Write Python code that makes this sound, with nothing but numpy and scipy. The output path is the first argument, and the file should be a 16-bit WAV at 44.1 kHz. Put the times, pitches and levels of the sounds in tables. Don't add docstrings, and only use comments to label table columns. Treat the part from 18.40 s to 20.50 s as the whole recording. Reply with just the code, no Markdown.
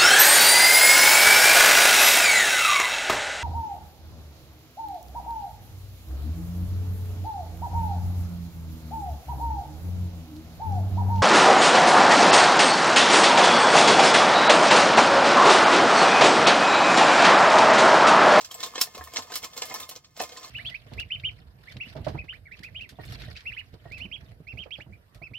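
import sys
import numpy as np
from scipy import signal
from scipy.fft import rfft, irfft
from scipy.io import wavfile
from scipy.ndimage import uniform_filter1d

SR = 44100
rng = np.random.default_rng(int(sys.argv[2]) if len(sys.argv) > 2 else 0)


def makeup_ratio(level_db):
    decades = np.asarray(level_db, float) / 20
    return 10 ** decades


def transcribe(u):
    v = np.clip(np.atleast_2d(u).T, -1, 1)
    q = np.round(v * 32767).astype(np.int16)
    wavfile.write(sys.argv[1], SR, q)


N = 92610

# (frequency [Hz], level [dB])
AIR_COLOUR = [(30, -14), (124, 8.5), (600, -26), (1070, -7), (2540, -27), (7470, -51), (16000, -28)]
# (time [s], peak [dB], frequency [Hz])
FRAME_THUMPS = [
    (0.589, -40, 74),
    (0.781, -51.5, 88),
    (1.014, -50.5, 72),
    (1.228, -54, 94),
    (1.395, -54.5, 86),
    (1.81, -56.5, 76),
]
# (time [s], rustle level [dB])
STIR_LEVEL = [(0, -50), (.08, -62), (0.191, -51.5), (.5, -59.5), (.6, -57.5), (.87, -57.5), (1.0, -57.5),
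              (1.11, -60), (1.3, -48), (1.43, -48.5), (1.479, -63), (1.6, -71.5), (1.74, -72),
              (1.789, -57.5), (2.1, -54)]
# (time [s], level [dB], frequency [Hz])
BENCH_KNOCKS = [(0.111, -36, 1064), (0.229, -40, 1034), (0.338, -30.5, 1080), (0.355, -24.5, 1060),
                (0.378, -28, 507), (0.41, -25.5, 1043), (0.608, -34, 1240), (0.672, -35.5, 1054),
                (0.769, -27.5, 1055), (0.782, -26, 728), (0.875, -37.5, 1004), (0.961, -44, 990),
                (1.168, -40, 1000), (1.219, -30, 730), (1.308, -50, 706), (1.341, -28, 865),
                (1.358, -29, 1074), (1.402, -31, 1030), (1.489, -37.5, 684), (1.759, -49, 735),
                (1.773, -36, 675), (1.8, -20.5, 653), (2.029, -47, 710), (2.043, -32.5, 1080)]
# (time [s], level [dB], frequency [Hz])
BOARD_TAPS = [(0.112, -44, 2430), (0.2348, -30.5, 2496), (0.3564, -31, 1690), (0.3784, -23.5, 1704),
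              (0.4114, -29, 1697), (0.547, -35, 2800), (0.61, -26.5, 1735), (0.6725, -41, 1800),
              (0.7362, -39, 1490), (0.7692, -27, 2134), (0.899, -40, 1890), (0.919, -29, 1543),
              (0.9597, -37, 2300), (1.0355, -27.5, 2290), (1.2047, -40, 1460), (1.2201, -27, 2820),
              (1.297, -54, 2320), (1.3139, -44, 2560), (1.8026, -21.5, 1773), (1.965, -33.5, 1800)]
# (time [s], level [dB], frequency [Hz])
METAL_CHINKS = [(0.0443, -28.5, 6020), (0.1103, -29, 3220), (0.1436, -19.5, 7650), (0.2018, -25, 3470),
                (0.2324, -15, 4000), (0.3562, -23, 3210), (0.413, -4, 5420), (0.5482, -31, 3930),
                (0.7356, -31, 7580), (0.7687, -16, 5790), (0.9213, -29, 4970), (0.9367, -34, 3980),
                (0.9607, -20, 5230), (1.0375, -28, 3270), (1.04, -22, 5570), (1.1757, -25, 4270),
                (1.2194, -34, 2930), (1.3417, -19, 5800), (1.491, -32, 4200), (1.5614, -30, 5820),
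                (1.7626, -43.5, 5000), (1.8018, -42, 4520), (1.973, -33, 4250), (2.0306, -32, 5860)]
# (time [s], level [dB], frequency [Hz])
LONE_RINGS = [
    (0.144, -37, 12000),
    (1.312, -39, 2150),
    (1.43, -33, 3600),
    (2.046, -39, 4240),
    (1.812, -28.5, 677),
    (1.825, -31.5, 580),
    (0.15, -39.5, 706),
    (.571, -35, 493),
    (1.996, -41, 5500),
]
# (time [s], peak [dB], bench share [dB], sparkle share [dB], rattle share [dB])
PIECE_CLACKS = [(0.0064, -37.5, -36, -7, -8.5), (0.0462, -29, -44, -4.5, -16.5),
                (0.113, -31, -15.5, -3, -16), (0.1417, -37, -52, 3, -13),
                (0.2031, -31, -12.5, -4.5, -12.5), (0.2292, -26.5, -9.5, -11.5, -14),
                (0.2339, -26, -12, -8, -12), (0.2612, -29.5, -9.5, -6.5, -13.5),
                (0.3556, -29, -5, -35.5, -11), (0.379, -28, -4, -16, -13), (0.4126, -8.5, -19, 1, -19),
                (0.4677, -43, -3, -25, -10.5), (0.5487, -36.5, -2.5, -5, -11),
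                (0.5773, -36, 2, -4, -17.5), (0.609, -50.5, 17, -27, -18.5),
                (0.6386, -41, -24, 7.5, -15.5), (0.6733, -49, 3.5, 4, -14.5),
                (0.719, -46.5, 4, -21, -13.5), (0.7361, -34.5, -5, -4, -12.5),
                  (0.7597, -22, -9, -26, -15), (0.769, -14.5, -18, -20, -22.5),
                  (0.7849, -33.5, -0.5, -11, -11.5), (0.8216, -36.5, -7, -3.5, -13),
                  (0.9011, -44.5, 0, -18, -10), (0.919, -33, -3, -3, -15.5),
                  (0.9388, -28, -56, -2.5, -13.5), (0.9552, -20, -11, 2.5, -18.5),
                  (0.9587, -30.5, -20, 0, -7.5), (1.0279, -33.5, -8, -2, -10.5),
                  (1.043, -26.5, -6, -6, -15.5), (1.1328, -44, -11.5, -6, -8),
                  (1.1647, -35, -3.5, -3.5, -14.5), (1.1754, -29.5, -13, -4.5, -14),
                  (1.2194, -21.5, -8, -5.5, -16),
                (1.2542, -41.5, -21, 5.5, -10.5), (1.2768, -45, -45, 0, -16),
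                  (1.2976, -35.5, -7, -11, -16.5), (1.3129, -42, 8, -23, -15.5),
                  (1.3405, -27, -6, 4.5, -17.5), (1.3578, -31, -2, -24, -18.5),
                  (1.4004, -30, -35, 4, -17.5), (1.4272, -36, -22, -2, -12.5),
                  (1.4902, -35, -13, 5.5, -13.5), (1.5103, -34, -7, -3, -15), (1.5537, -39, -10, -3, -13),
                  (1.5608, -30.5, -9, -9, -25.5), (1.6451, -45.5, -45, -24.5, -15),
                  (1.7647, -39.5, -13, -18, -14), (1.7736, -44, -8, 2, -10),
                  (1.7948, -30.5, -8, -29, -11.5), (1.8, -21.5, 2, -33, -22.5),
                  (1.8134, -28.5, -3.5, 4.5, -13.5), (1.8366, -23.5, -7, -8, -24),
                  (1.8918, -38.5, -3, -25, -17), (1.9204, -41.5, -8, -8, -10),
                  (1.97, -33.5, -8, -30.5, -15), (2.0308, -37.5, -20, -21, -11.5),
                  (2.0467, -33, -8.5, -4, -19)]
# (frequency [Hz], level [dB])
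BENCH_MODES = [(250, -1.5), (320, -4.5), (500, 0.5), (585, -25.5), (670, -4.5), (725, 2.5), (900, -2.5),
               (1045, 5), (1222, -1.5), (1500, -9), (1745, -1), (2125, -2), (2490, -4.5)]
# (frequency [Hz], level [dB])
PART_RINGS = [(3230, -11), (3640, 3.5), (4250, -7), (4480, 3), (5320, -20), (5790, 3), (7380, 6.5),
              (7600, -18)]
# (frequency [Hz], level [dB])
PART_COLOUR = [(300, -46.5), (1000, -9.5), (2000, -11.5), (3600, -3.5), (5400, -2), (7700, -7),
               (8200, -17.5), (11000, -26.5)]
# (frequency [Hz], level [dB])
SPARKLE_COLOUR = [(6000, -106), (8200, 12), (10000, 11.5), (12500, 13.5), (15000, 12.5)]
# (frequency [Hz], phase [rad])
PORT_LEAD = [(100, 0.3), (430, 0.71), (2150, 0.4), (3600, 1.5), (5400, 2), (7200, 2.1), (12000, 2.3),
             (16000, 1.3)]
# (frequency [Hz], level [dB])
PORT_TILT = [(100, -3.5), (400, 0.5), (1400, -2), (2800, 0.5), (5400, -3), (9000, -0.5), (14000, -0.1)]

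AIR_DB = -74.5
THUMP_RISE_S, THUMP_T60_S, THUMP_SAG = 0.0063, 0.38, 0.071
RUMBLE_HZ, RUMBLE_DB = 106, -64.5
TICKS_PER_S, TICK_SPREAD_DB, RUSTLE_PART_DB, RUSTLE_BENCH_DB, RUSTLE_SPARKLE_DB = 2500, 5.5, -6, -8, -10.5
NOTE_RISE_S, WOBBLE_RAD = 0.00058, 0.8
SLIDE_IN_S, SLIDE_IN_DB, CONTACT_LAG_S, RATTLE_T60_S = 0.0061, -3, 0.000987, 0.094
REBOUND_S, REBOUND_DB, BOUNCE_SPAN_S, BOUNCE_DB = 0.0011, -8, 0.0034, -12.5
HEAP_SPOTS, SPOT_DB = 8, 2.5
RING_DB, RING_T60_S, BENCH_DB, BENCH_T60_S = -16.5, 0.05, -2.5, 0.053
ROOM_DB, ROOM_T60_S, ROOM_GAP_S = -6, 0.088, 0.0004
LOW_CUT_HZ, PLACE_LAG_S = 321, 0.00003


def read(table, hz):
    points = np.array(table, float)
    return np.interp(np.log(hz + 1), np.log(points[:, 0]), points[:, 1])


def colour(x, table):
    cepstrum = irfft(np.log(makeup_ratio(read(table, np.linspace(0, SR / 2, 513)))))
    cepstrum[1:512] *= 2
    cepstrum[513:] = 0
    h = irfft(np.exp(rfft(cepstrum)))[:512]
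    return signal.fftconvolve(x, h / np.abs(h).max())[:N]


def fade(t, t60):
    return np.exp(-np.log(1000) * t / t60)


def modes(table, span_s):
    t = np.arange(int(span_s * SR)) / SR
    h = sum(makeup_ratio(db) * np.sin(2 * np.pi * hz * t) * fade(t, t60) for hz, db, t60 in table)
    return h / np.abs(h).max()


def walk(rate_hz):
    hold = int(SR / rate_hz)
    return uniform_filter1d(np.repeat(rng.standard_normal(N // 20), hold)[:N], hold)


def body(push, spot_db=np.zeros(30)):
    n = push.shape[1]
    part, bench, sparkle = push
    ring = modes([(hz, db + d, RING_T60_S) for (hz, db), d in zip(PART_RINGS, spot_db[15:])], 0.086)
    top = modes([(hz * (1 + d / 150), db + d, BENCH_T60_S)
                 for (hz, db), d in zip(BENCH_MODES, spot_db[::-1])], 0.2)
    out = colour(part, PART_COLOUR)[:n] + colour(sparkle, SPARKLE_COLOUR)[:n]
    out = out + makeup_ratio(RING_DB) * signal.fftconvolve(part, ring)[:n]
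    return out + makeup_ratio(BENCH_DB) * signal.fftconvolve(bench, top)[:n]


def air():
    mid = colour(rng.standard_normal(N), AIR_COLOUR)
    side = colour(rng.standard_normal(N), AIR_COLOUR)
    x = (mid + 0.1 * side * np.array([[1], [-1]])) * makeup_ratio(walk(7.7))
    return x * makeup_ratio(AIR_DB) / np.sqrt(np.mean(x ** 2))


def thumps():
    t, out = np.arange(N) / SR, 0
    for s, db, hz in FRAME_THUMPS:
        late = np.maximum(t - s, 0)
        turns = hz * (late + THUMP_SAG * 0.057 * (1 - np.exp(-late / 0.03)))
        swell = (1 - np.exp(-late / THUMP_RISE_S)) * fade(late, THUMP_T60_S)
        out = out + makeup_ratio(db) * swell * np.sin(2 * np.pi * turns)
    band = signal.butter(2, [RUMBLE_HZ / 2, RUMBLE_HZ * 1.67], "band", fs=SR, output="sos")
    tremble = signal.sosfilt(band, rng.standard_normal(N))
    return out + makeup_ratio(RUMBLE_DB) * tremble / np.std(tremble)


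def rustle():
    size_db = TICK_SPREAD_DB * np.minimum(rng.exponential(size=(3, N)), 3)
    struck = rng.random((3, N)) < TICKS_PER_S / SR
    ticks = struck * makeup_ratio(size_db) * np.sign(rng.standard_normal((3, N)))
    stir = np.array(STIR_LEVEL, float)
    stir_db = np.interp(np.arange(N) / SR, stir[:, 0], stir[:, 1])
    share_db = np.array([[RUSTLE_PART_DB], [RUSTLE_BENCH_DB], [RUSTLE_SPARKLE_DB]])
    return body(ticks / np.std(ticks) * makeup_ratio(stir_db + share_db))


def struck_notes():
    n = SR // 6
    t, shake, out = np.arange(n) / SR, walk(400), np.zeros(N + SR)
    # events, share dB, t60 s, shake dB
    families = [(BENCH_KNOCKS, -3, 0.035, 1.5), (BOARD_TAPS, -6, 0.03, 2),
                (METAL_CHINKS, -9, 0.04, 2.5), (LONE_RINGS, 0, 0.045, 2)]
    k = 0
    for events, share_db, t60, shake_db in families:
        for s, db, hz in events:
            i = int(s * SR)
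            k = (k + 7919) % (N - 2 * n)
            rough = makeup_ratio(shake_db * shake[k:k + n])
            wobble = WOBBLE_RAD * shake[k + n:k + 2 * n]
            swell = (1 - np.exp(-t / NOTE_RISE_S)) * fade(t, t60)
            out[i:i + n] += makeup_ratio(db + share_db) * rough * swell * np.sin(2 * np.pi * hz * t + wobble)
    return out[:N]


def clacks():
    n, lead = SR // 4, SR // 40
    t, out = (np.arange(n) - lead) / SR, np.zeros((HEAP_SPOTS, N + SR))
    slide = makeup_ratio(SLIDE_IN_DB) / 2 * np.exp(np.minimum(t, 0) / SLIDE_IN_S)
    rattle = fade(abs(t), RATTLE_T60_S) + 0.5 * fade(abs(t), 0.004)
    shape = np.where(t < 0, slide, rattle)
    events = PIECE_CLACKS
    for k, (s, db, bench_db, sparkle_db, rattle_db) in enumerate(events):
        when, sign = rng.random((2, 5))
        noise = rng.standard_normal((4, n))
        grit = makeup_ratio(2.45 * noise[3] + 2.48 * np.repeat(noise[3], 64)[:n])
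        push = makeup_ratio(rattle_db) * noise[:3] * shape * grit
        push[:, lead] = 1.3
        push[:, lead + int(REBOUND_S * SR)] = -2 * makeup_ratio(REBOUND_DB)
        bounce = (when ** 2 * BOUNCE_SPAN_S * SR).astype(int) + lead + 20
        push[:, bounce] += makeup_ratio(BOUNCE_DB - 20 * when) * np.sign(sign - 0.5)
        level = makeup_ratio(db + np.array([[0], [bench_db], [sparkle_db]]))
        i = int((s + CONTACT_LAG_S) * SR)
        out[k % HEAP_SPOTS, i:i + n] += body(level * push, SPOT_DB * rng.standard_normal(30))
    return out[:, lead:lead + N]


def room(near):
    t = np.arange(SR // 3) / SR
    walls = rng.standard_normal((len(near), 2, len(t))) * fade(t, ROOM_T60_S) * (t > ROOM_GAP_S)
    walls = walls - uniform_filter1d(walls, size=32, axis=2) / 2
    walls = makeup_ratio(ROOM_DB) * walls / np.sqrt(np.sum(walls ** 2, axis=2)[:, :, None])
    return signal.fftconvolve(near[:, None], walls, axes=2)[:, :, :N].sum(axis=0)


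def scene():
    near = np.vstack([clacks(), rustle() + struck_notes()])
    near = signal.sosfilt(signal.butter(3, LOW_CUT_HZ, "high", fs=SR, output="sos"), near)
    hz, half = np.arange(N + 1) * SR / (2 * N), np.array([[0.5], [-0.5]])
    ports = makeup_ratio(half * read(PORT_TILT, hz)) * np.exp(1j * half * read(PORT_LEAD, hz))
    lag_s = PLACE_LAG_S * np.sin(2.325 * np.arange(len(near)))[:, None]
    direct = (rfft(near, 2 * N) * np.exp(2j * np.pi * hz * lag_s * half[:, None])).sum(axis=1)
    shared = rfft(thumps() + room(near), 2 * N)
    scatter = rustle()
    scatter = scatter - uniform_filter1d(scatter, size=48)
    return irfft((direct + shared) * ports)[:, :N] + air() + half * scatter


def roll_off(x):
    return signal.sosfilt(signal.butter(12, 16980, fs=SR, output="sos"), x)


def record(dry):
    mix = signal.sosfilt(signal.ellip(8, 0.2, 35, 15900, fs=SR, output="sos"), dry)
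    return roll_off(mix)


dry = scene()
out = record(dry)
transcribe(out)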